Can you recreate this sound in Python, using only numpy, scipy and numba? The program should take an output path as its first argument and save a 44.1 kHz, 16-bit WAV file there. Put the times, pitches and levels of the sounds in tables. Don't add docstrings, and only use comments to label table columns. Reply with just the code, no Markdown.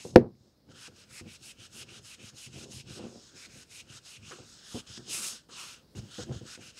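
import sys
import numpy as np
from scipy import signal
from scipy.fft import rfft, irfft
from scipy.io import wavfile
from scipy.ndimage import uniform_filter1d
from numba import njit

SR = 44100
rng = np.random.default_rng(int(sys.argv[2]) if len(sys.argv) > 2 else 0)


def master(y):
    cut = np.clip(np.atleast_2d(y).T, -1, 1)
    pcm = np.round(cut * 32767)
    wavfile.write(sys.argv[1], SR, pcm.astype(np.int16))


N = 299439


def undb(db):
    return 10 ** (np.asarray(db) / 20)


def unit(x):
    return x / np.sqrt(np.mean(x ** 2))


def wander(per_s):
    hold = int(SR / per_s)
    steps = np.repeat(rng.standard_normal(N // hold + 1), hold)
    return unit(uniform_filter1d(uniform_filter1d(steps, hold), hold)[:N])


def band(x, hz, width):
    sos = signal.butter(2, [hz - width / 2, hz + width / 2], "band", fs=SR, output="sos")
    return signal.sosfilt(sos, x)


def ring(force, modes):
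    out = np.zeros(N)
    for hz, db, t60 in modes:
        pole = np.exp(2j * np.pi * hz / SR - np.log(1000) / (t60 * SR))
        out += undb(db) * signal.lfilter([1], [1, -pole], force).imag
    return signal.lfilter(*signal.butter(2, 150, "high", fs=SR), out)


def slips(per_s, scatter_db):
    when, jerk, size = rng.random(N) < per_s / SR, rng.standard_normal(N), rng.exponential(size=N)
    return unit(when * jerk * undb(scatter_db * size))


def cue_grid(table):
    return np.arange(0, N / SR + .002, .001), np.transpose(table)[:, :, None]


def to_samples(t, envelope):
    return np.interp(np.arange(N) / SR, t, uniform_filter1d(envelope, size=5))


def fade_db(t, start, length, rise_db_per_s, fall_db_per_s):
    since_knock = start - np.transpose(KNOCKS)[0]
    lands = ((since_knock > 0) & (since_knock < .014)).any(axis=1, keepdims=True)
    rise = np.where(lands, 3000, rise_db_per_s)
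    return rise * np.maximum(start - t, 0) + fall_db_per_s * np.maximum(t - start - length, 0)


# f/Hz, relative level/dB
ROOM_EQ = [(18, -31.5), (30, -9), (59, 0.5), (243, -2), (341, -7.5), (519, -7.5), (768, -17.5), (1560, -24),
           (3070, -29), (3990, -19), (5180, -18.5), (6560, -34), (15500, -33)]


def room():
    hz, db = np.transpose(ROOM_EQ)
    f = np.maximum(np.arange(N // 2 + 1) * SR / N, 1)
    eq = undb(np.interp(np.log(f), np.log(hz), db))
    tone = irfft(rfft(rng.standard_normal(N)) * eq, N)
    return unit(tone) * undb(-65.5 + 2.1 * wander(2.7))


# t/s, level/dB
TICKS = [(5.13, -21), (5.1476, -20), (5.1644, -26), (5.234, -21), (5.2554, -24), (5.2849, -15)]


def ticks():
    force = np.zeros(N)
    for s, db in TICKS:
        force[int(s * SR)] = undb(db)
    return undb(4) * band(force, hz=5700, width=7400)


# f/Hz, level/dB, t60/s
TABLE_MODES = [(45.2, -14.5, 0.067), (67, -14, 0.16), (96, -9, 0.11), (111, -10.5, 0.19), (129.4, -9, 0.22),
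               (161, -16, 0.11), (199.6, -11.5, 0.14), (238.5, -1.5, 0.16), (277, -8.5, 0.09),
               (324, -3.5, 0.083), (354.3, 3.5, 0.087), (407.2, -3, 0.12), (450, -10, 0.12),
               (505, -0.5, 0.081), (559, -9.5, 0.057), (638, -14, 0.082), (689, -6.5, 0.062),
               (777, -9.5, 0.05), (940, -14.5, 0.064), (1160, -22, 0.055), (1483, -17.5, .05)]
# t/s, hold/s, low level/dB, upper level/dB, low fade/(dB/s)
SHOVES = [ (0.0, 0.0056, -63, -63, 348), (0.052, 0.0067, -64, -39, 258), (0.105, 0.12, -50.5, -54, 97),
          (0.131, 0.023, -55, -51, 202), (0.2, .04, -36, -36, 220), (0.46, 0.016, -67, -63.5, 500),
          (0.685, .02, -56, -56, 100), (0.885, 0.047, -60, -61.5, 150), (1.115, .01, -58.5, -70, 198),
          (1.215, 0.058, -48, -57.5, 166), (1.42, 0.017, -60, -69, 180), (1.59, 0.033, -56, -64, 199),
          (1.75, 0.12, -58, -60, 103), (1.89, 0.094, -56.5, -58.5, 146.5), (2.19, .075, -55, -61.5, 296),
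          (2.33, 0.013, -55, -61, 250), (2.48, .04, -51.5, -64.5, 50), (2.55, 0.042, -51, -51, 220),
          (2.62, 0.06, -56, -51.5, 100), (2.71, 0.055, -48, -58, 77.5), (2.87, 0.049, -50, -55, 198.5),
          (2.98, 0.064, -54, -43.5, 78), (3.12, 0.063, -66, -52, 300), (3.34, 0.027, -66, -56.5, 302),
          (3.46, 0.032, -62.5, -63.5, 75), (3.555, .02, -56.5, -59, 115), (3.83, 0.084, -58.5, -65, 73),
          (4.19, 0.066, -52.5, -68, 180), (4.32, .01, -64.5, -49, 179), (4.39, 0.009, -52, -49, 180),
          (4.748, 0.018, -50, -36, 330), (4.876, .07, -58.5, -71, 100), (4.99, 0.023, -51, -55, 190),
          (5.07, 0.042, -62.5, -51.5, 300), (5.15, 0.11, -72, -55, 298), (5.33, .01, -68, -55, 300),
          (5.52, .01, -61, -60, 300), (5.62, .06, -70, -70, 60), (5.957, 0.034, -37.5, -51, 253),
          (6.04, 0.027, -57, -56.5, 198), (6.187, 0.039, -42, -45, 350), (6.285, .01, -47, -46.5, 108),
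          (6.31, 0.0051, -34, -39.5, 219), (6.414, 0.02, -47.5, -56, 280), (6.588, .01, -56.5, -53, 102.5)]


def table_shake():
    t, (start, hold, low_db, upper_db, fall) = cue_grid(SHOVES)
    rise = 505
    low_gain = undb(low_db - fade_db(t, start, hold, rise, fall)).max(axis=0)
    upper_gain = undb(upper_db - fade_db(t, start, hold, rise, 1.5 * fall)).max(axis=0)
    held = [(hz, db, 0.59 * t60) for hz, db, t60 in TABLE_MODES]
    low_modes = [mode for mode in held if mode[0] < 200]
    upper_modes = [mode for mode in held if 200 < mode[0] < 1000]
    soft_jerks = signal.lfilter(*signal.butter(1, 110, fs=SR), slips(per_s=490, scatter_db=2.5))
    sharp_jerks = signal.lfilter(*signal.butter(1, 600, fs=SR), slips(per_s=1200, scatter_db=1.28))
    rumble = to_samples(t, low_gain) * unit(ring(soft_jerks, low_modes))
    judder = to_samples(t, upper_gain) * unit(ring(sharp_jerks, upper_modes))
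    return rumble + judder


def add_push(force, s, db, contact_ms):
    progress = (np.arange(SR // 50) / SR - s % (1 / SR)) / (contact_ms / 1000)
    pulse = np.sin(np.pi * np.clip(progress, 0, 1)) ** 2
    i = int(s * SR)
    force[i:i + len(pulse)] += undb(db) * pulse / pulse.sum()


# f/Hz, level/dB, t60/s
BOOK_MODES = [(487, 0, 0.06), (765.5, 3, 0.014), (1310, -7, 0.015)]
# t/s, level/dB, contact/ms, slap send/dB, thud send/dB
DROP = [(0.1578, -10, 1.1, -32.5, -8.5), (0.1597, 3.5, 0.74, -14, -14), (0.1653, -14.5, 1.6, -34, -7.5)]
# t/s, level/dB, contact/ms, slap send/dB, thud send/dB
KNOCKS = [(0.051, -52, 3.2, -30, 20), (0.352, -49.5, 2.8, -20, -23), (0.69, -39, 3.6, -24, -16),
          (0.881, -48, 2.5, -8.5, 2.5), (1.211, -36.5, 2.4, -18, -15), (1.266, -37, 3.2, -20, -10),
          (2.995, -39, 1.95, -21, 1), (3.052, -40, 2.6, -30, -16), (3.085, -45, 2.24, -13, -15),
          (4.31, -51, 2, -6, 7), (4.387, -49, 1.9, -15, 3), (4.744, -29, 2.8, -28, -12),
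          (4.786, -50, 2, -13.5, -17), (4.866, -54, 2, -4, -18), (4.976, -37, 2.77, -7.5, -18),
          (5.49, -55, 2.25, -3, 6), (5.951, -40, 2.04, -8, -19), (5.959, -27, 6, -40, -30),
          (6.182, -34, 2.8, -22, -5), (6.192, -33, 2.6, -26, -0.5), (6.27, -37, 3.3, -23, -14),
          (6.294, -30, 1.8, -25, -24), (6.314, -27, 3.9, -23, -11), (6.412, -33, 3.4, -29, -6),
          (6.453, -44.5, 1.5, -17, -13), (6.576, -44.5, 1.35, -7, -8)]


def knocks():
    on_table, on_book, slap = np.zeros(N), np.zeros(N), np.zeros(N)
    t = np.arange(SR // 8) / SR
    slap_decay = np.exp(-t / 0.0019) + undb(-23) * np.exp(-t / 0.018)
    for s, db, contact_ms, slap_db, thud_db in DROP + KNOCKS:
        add_push(on_table, s, db, contact_ms)
        add_push(on_book, s, db + thud_db, contact_ms / 2)
        i = int(s * SR)
        slap[i:i + len(t)] += undb(db + slap_db) * slap_decay
    slap = uniform_filter1d(slap, size=24)
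    noise = rng.standard_normal(N)
    paper = sum(undb(db) * unit(band(noise, hz, width))
                for hz, width, db in [(1500, 1600, 0), (3600, 2300, -14), (7500, 5000, -30)])
    return undb(-8.5) * ring(on_table, TABLE_MODES) + ring(on_book, BOOK_MODES) + slap * paper


# t/s, length/s, end level/dB, swell/dB, sheen/dB, hollow/dB,
# hand cavity/dB, cavity change/dB, cavity f/Hz, cavity sweep/Hz
STROKES = [ (0.0, 0.11, -56.5, -4, -11.5, -19, -7.5, -19, 2660, 350),
           (0.71, 0.011, -59, 5.5, -29, -3, -4, -3, 3150, 100),
           (0.754, 0.12, -50, 10, -12.5, -4.5, -1.5, -1.5, 2900, -400),
           (0.965, .075, -60, 0.5, -14, -10, -5, 5, 2750, -100),
           (1.107, 0.093, -49, 9.5, -8, -10, -2, 5, 2320, -100),
           (1.285, 0.078, -54.5, 4, -10, -12, 0, -9, 2650, 100),
           (1.434, 0.083, -52.5, 1, -5.5, -16, -3, 6, 2820, 49.5),
           (1.6, 0.065, -53, 6, -11, -9, 0.5, -8, 2950, 50),
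           (1.732, 0.096, -49, 5.5, -7.5, -11.5, -3, 8, 2880, -50),
           (1.892, .096, -53, 6.5, -13, -8, 1, -6, 2850, 200),
           (2.05, 0.098, -53.5, 0.5, -7.5, -14, -2.5, 10.5, 2770, -300),
           (2.204, .094, -51, 9, -12, -11, -1, -12.5, 2750, 200),
           (2.37, 0.1, -52, 1.5, -6.5, -19, -2, 9, 2780, -200),
           (2.535, 0.11, -49.5, 8, -12, -13.5, -0.5, -11, 2800, 200),
           (2.717, 0.096, -51.5, -1.5, -9.5, -28, -4.5, 7, 2850, -200),
           (2.885, 0.1, -50.5, 5, -13.5, -9.5, -4, -7.5, 2820, 98),
           (3.363, 0.1, -51.5, 3.5, -13.5, -10.5, -5.5, 5, 2370, -200),
           (3.502, 0.13, -54.5, 6.5, -11, -10, -4.5, -5, 2516, 550),
           (3.71, 0.1, -51.5, 3.5, -9, -17.5, -2, 8, 2610, 200),
           (3.9, 0.082, -50.5, 5.5, -14, -9, -4.5, -7, 2880, 150),
           (4.062, 0.11, -56, -5, -10, -16.5, -2.5, 15, 2800, 0),
           (4.238, 0.066, -49.5, 12.5, -16, -11.5, -0.5, -11, 2810, 250),
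           (4.313, 0.023, -58, -6, -15, 15, -6, 0, 2800, 0),
           (4.646, .156, -46.5, 8.5, -12, -9.5, -4.5, 2.5, 3120, -300),
           (4.869, 0.11, -50, 4, -22, -11, -3, 3, 3120, 300),
           (5.955, 0.037, -50, 9, -13, -11.5, -4, -5.5, 2870, 0),
           (6.115, 0.12, -46, 9, -17, -6.5, -4, -9, 3130, -150),
           (6.325, 0.071, -58.5, -3.5, -22, -5, -3, 1, 3250, 200),
           (6.47, 0.087, -49.5, 2, -14.5, -6, -5.5, 8, 2770, -400),
           (6.615, 0.09, -54, 2, -14, -9.5, -2.5, -3, 2740, 200),
           (6.775, 0.046, -48.5, 4.5, -13.5, -14, -6.5, 0, 2550, -100)]
# t/s, level/dB, sheen/dB, hollow/dB, hand cavity/dB, cavity f/Hz
SLIDE = [(0.0, -67, -2, -1, -16, 2931), (0.145, -64, -9, -17, -10, 2920),
         (0.251, -95, -6, -5.5, -11.5, 2900), (0.4, -75.5, -22, -18.5, -18.5, 2900),
         (0.48, -74, -25, -15.5, -18, 2900), (0.639, -94.5, -2, -11, -6.5, 2900),
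         (0.74, -72.5, -12, 0, -2, 2920), (1.5, -72, -10, -2, 0, 2776),
         (2.3, -68.5, -15.5, -0.5, -5.5, 2850), (2.6, -60, -15, -19, -10.5, 2850),
         (2.85, -69, -16, -17, -6, 2800), (3.035, -59.5, -15, 0, 2.5, 2770),
         (3.131, -60, -17, -14.5, -14, 2680), (3.29, -57.5, -17, -12.5, -10, 3380),
         (3.33, -63.5, -25, -5, -11, 3000), (3.671, -72, -6, -3, -2, 2640), (4.2, -69, -11, -4, -1, 2670),
         (4.34, -54.5, -9, -3.5, -4, 2932), (4.42, -60, -20, -9, -6, 2630),
         (4.5, -56.5, -9, -12.5, -18, 2560), (4.62, -57.5, -22, -9, -7, 3280),
         (4.84, -67, -11, -5, -2.5, 2990), (5.0, -62, -15, -2, -8, 3200), (5.05, -60.5, -27, -9, -4, 3190),
         (5.1, -41.5, -6, -31, -6, 2960), (5.145, -36.5, -0.5, -26, -5.5, 2650),
         (5.21, -42.5, -0.5, -9, -9.5, 2680), (5.245, -37.5, -1, -13, -7, 2650),
         (5.29, -39.5, -4, -18.5, -13, 2780), (5.368, -50.5, -9.5, -10.5, -6.5, 3080),
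         (5.422, -68.5, -13, -6, -4, 3050), (5.482, -84, -1, -1, -2, 3100), (5.493, -65.5, -5, 8, -1, 3120),
         (5.524, -51.5, -24, -13, -4, 3057), (5.6, -47, -5.5, -5, -2.5, 2780),
         (5.74, -54, -5.5, -7.5, -1, 2850), (5.795, -68.5, -12, -1, 1.5, 2920),
         (5.87, -85, -3.5, -15, -5, 2900), (5.942, -87, 11, -3, -2.5, 2900),
         (5.97, -62.5, -14, -8.5, -2.5, 2970), (6.79, -68, -13, -5, 0, 2930)]


def hand_moves():
    t, (start, length, db, swell_db, *tone) = cue_grid(STROKES)
    sheen_db, hollow_db, cavity_db, change_db, cavity_hz, sweep_hz = tone
    progress = np.clip((t - start) / length, 0, 1)
    fades = fade_db(t, start, length, rise_db_per_s=526, fall_db_per_s=993)
    strokes = [db - swell_db * (1 - progress) - fades,
               sheen_db + 6 * np.sin(np.pi * progress),
               np.broadcast_to(hollow_db, progress.shape),
               cavity_db + change_db * (progress - .5),
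               cavity_hz + sweep_hz * (progress - .5)]
    slide_t, *slide = np.transpose(SLIDE)
    level_db, *colours = [np.vstack([brisk, np.interp(t, slide_t, slow)])
                          for brisk, slow in zip(strokes, slide)]
    power = undb(2 * level_db)
    total = power.sum(axis=0)
    blend = [(power / total * colour).sum(axis=0) for colour in colours]
    return [to_samples(t, curve) for curve in [10 * np.log10(total)] + blend]


@njit
def swept_band(x, hz, width):
    y, band_state, low_state = np.empty(len(x)), 0., 0.
    for i in range(len(x)):
        g, damping = np.tan(np.pi * hz[i] / SR), width / hz[i]
        passed = (band_state + g * (x[i] - low_state)) / (1 + g * (g + damping))
        band_state = 2 * passed - band_state
        low_state += 2 * g * passed
        y[i] = damping * passed
    return y


def cupped(force, hz, width):
    patch = np.roll(force, rng.integers(N))
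    return unit(swept_band(swept_band(patch, hz, width), hz, width))


def resonances(force, bands):
    out = np.zeros(N)
    for hz, width, db in bands:
        gain = undb(db + 1.1 * wander(14))
        patch = np.roll(force, rng.integers(N))
        out += gain * unit(band(patch, hz, width))
    return unit(out)


# f/Hz, width/Hz, level/dB
COVER = [(1300, 2400, -10.5), (4027, 1200, -2), (5240, 870, -1), (6540, 1000, -1.5), (8000, 870, -7)]
# f/Hz, width/Hz, level/dB
SHEEN = [(8640, 3100, 6), (11250, 1200, -7.5), (13500, 3400, -14)]
# t/s, f/Hz
HOLLOW = [(0.0, 990), (0.15, 1005), (0.749, 1443), (2.9, 1450), (3.05, 1290), (3.4, 1550), (4.0, 1454),
          (4.35, 1300), (4.68, 1600), (4.75, 1150), (4.95, 1545), (5.27, 1290), (5.4, 1610), (5.5, 1210),
          (5.66, 1222), (5.75, 1430), (6.79, 1508)]
# frequency ratio, level/dB
CAVITY_OVERTONES = [(2.099, -12.5), (3.099, -18)]


def cloth():
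    hiss_db, sheen_db, hollow_db, cavity_db, cavity_hz = hand_moves()
    hollow_hz = np.interp(np.arange(N) / SR, *np.transpose(HOLLOW))
    fibres = slips(per_s=12000, scatter_db=-1.0)
    cavity = cupped(fibres, cavity_hz, width=1000.)
    for ratio, db in CAVITY_OVERTONES:
        cavity += undb(db) * cupped(fibres, ratio * cavity_hz, width=1000.)
    hiss = resonances(fibres, COVER) + undb(sheen_db) * resonances(fibres, SHEEN)
    hiss += undb(hollow_db) * cupped(fibres, hollow_hz, width=590.) + undb(cavity_db) * cavity
    tremble_db = 0.27 * wander(110)
    return undb(hiss_db + tremble_db) * hiss


def scene():
    return (cloth() + table_shake() + knocks() + ticks() + room())[None]


def record(dry):
    thin = signal.lfilter(*signal.butter(3, 42, "high", fs=SR), dry)
    top_cut = signal.ellip(10, .2, 70, 15690, fs=SR, output="sos")
    return signal.sosfilt(top_cut, np.clip(thin, -1, 1))


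dry = scene()
out = record(dry)
master(out)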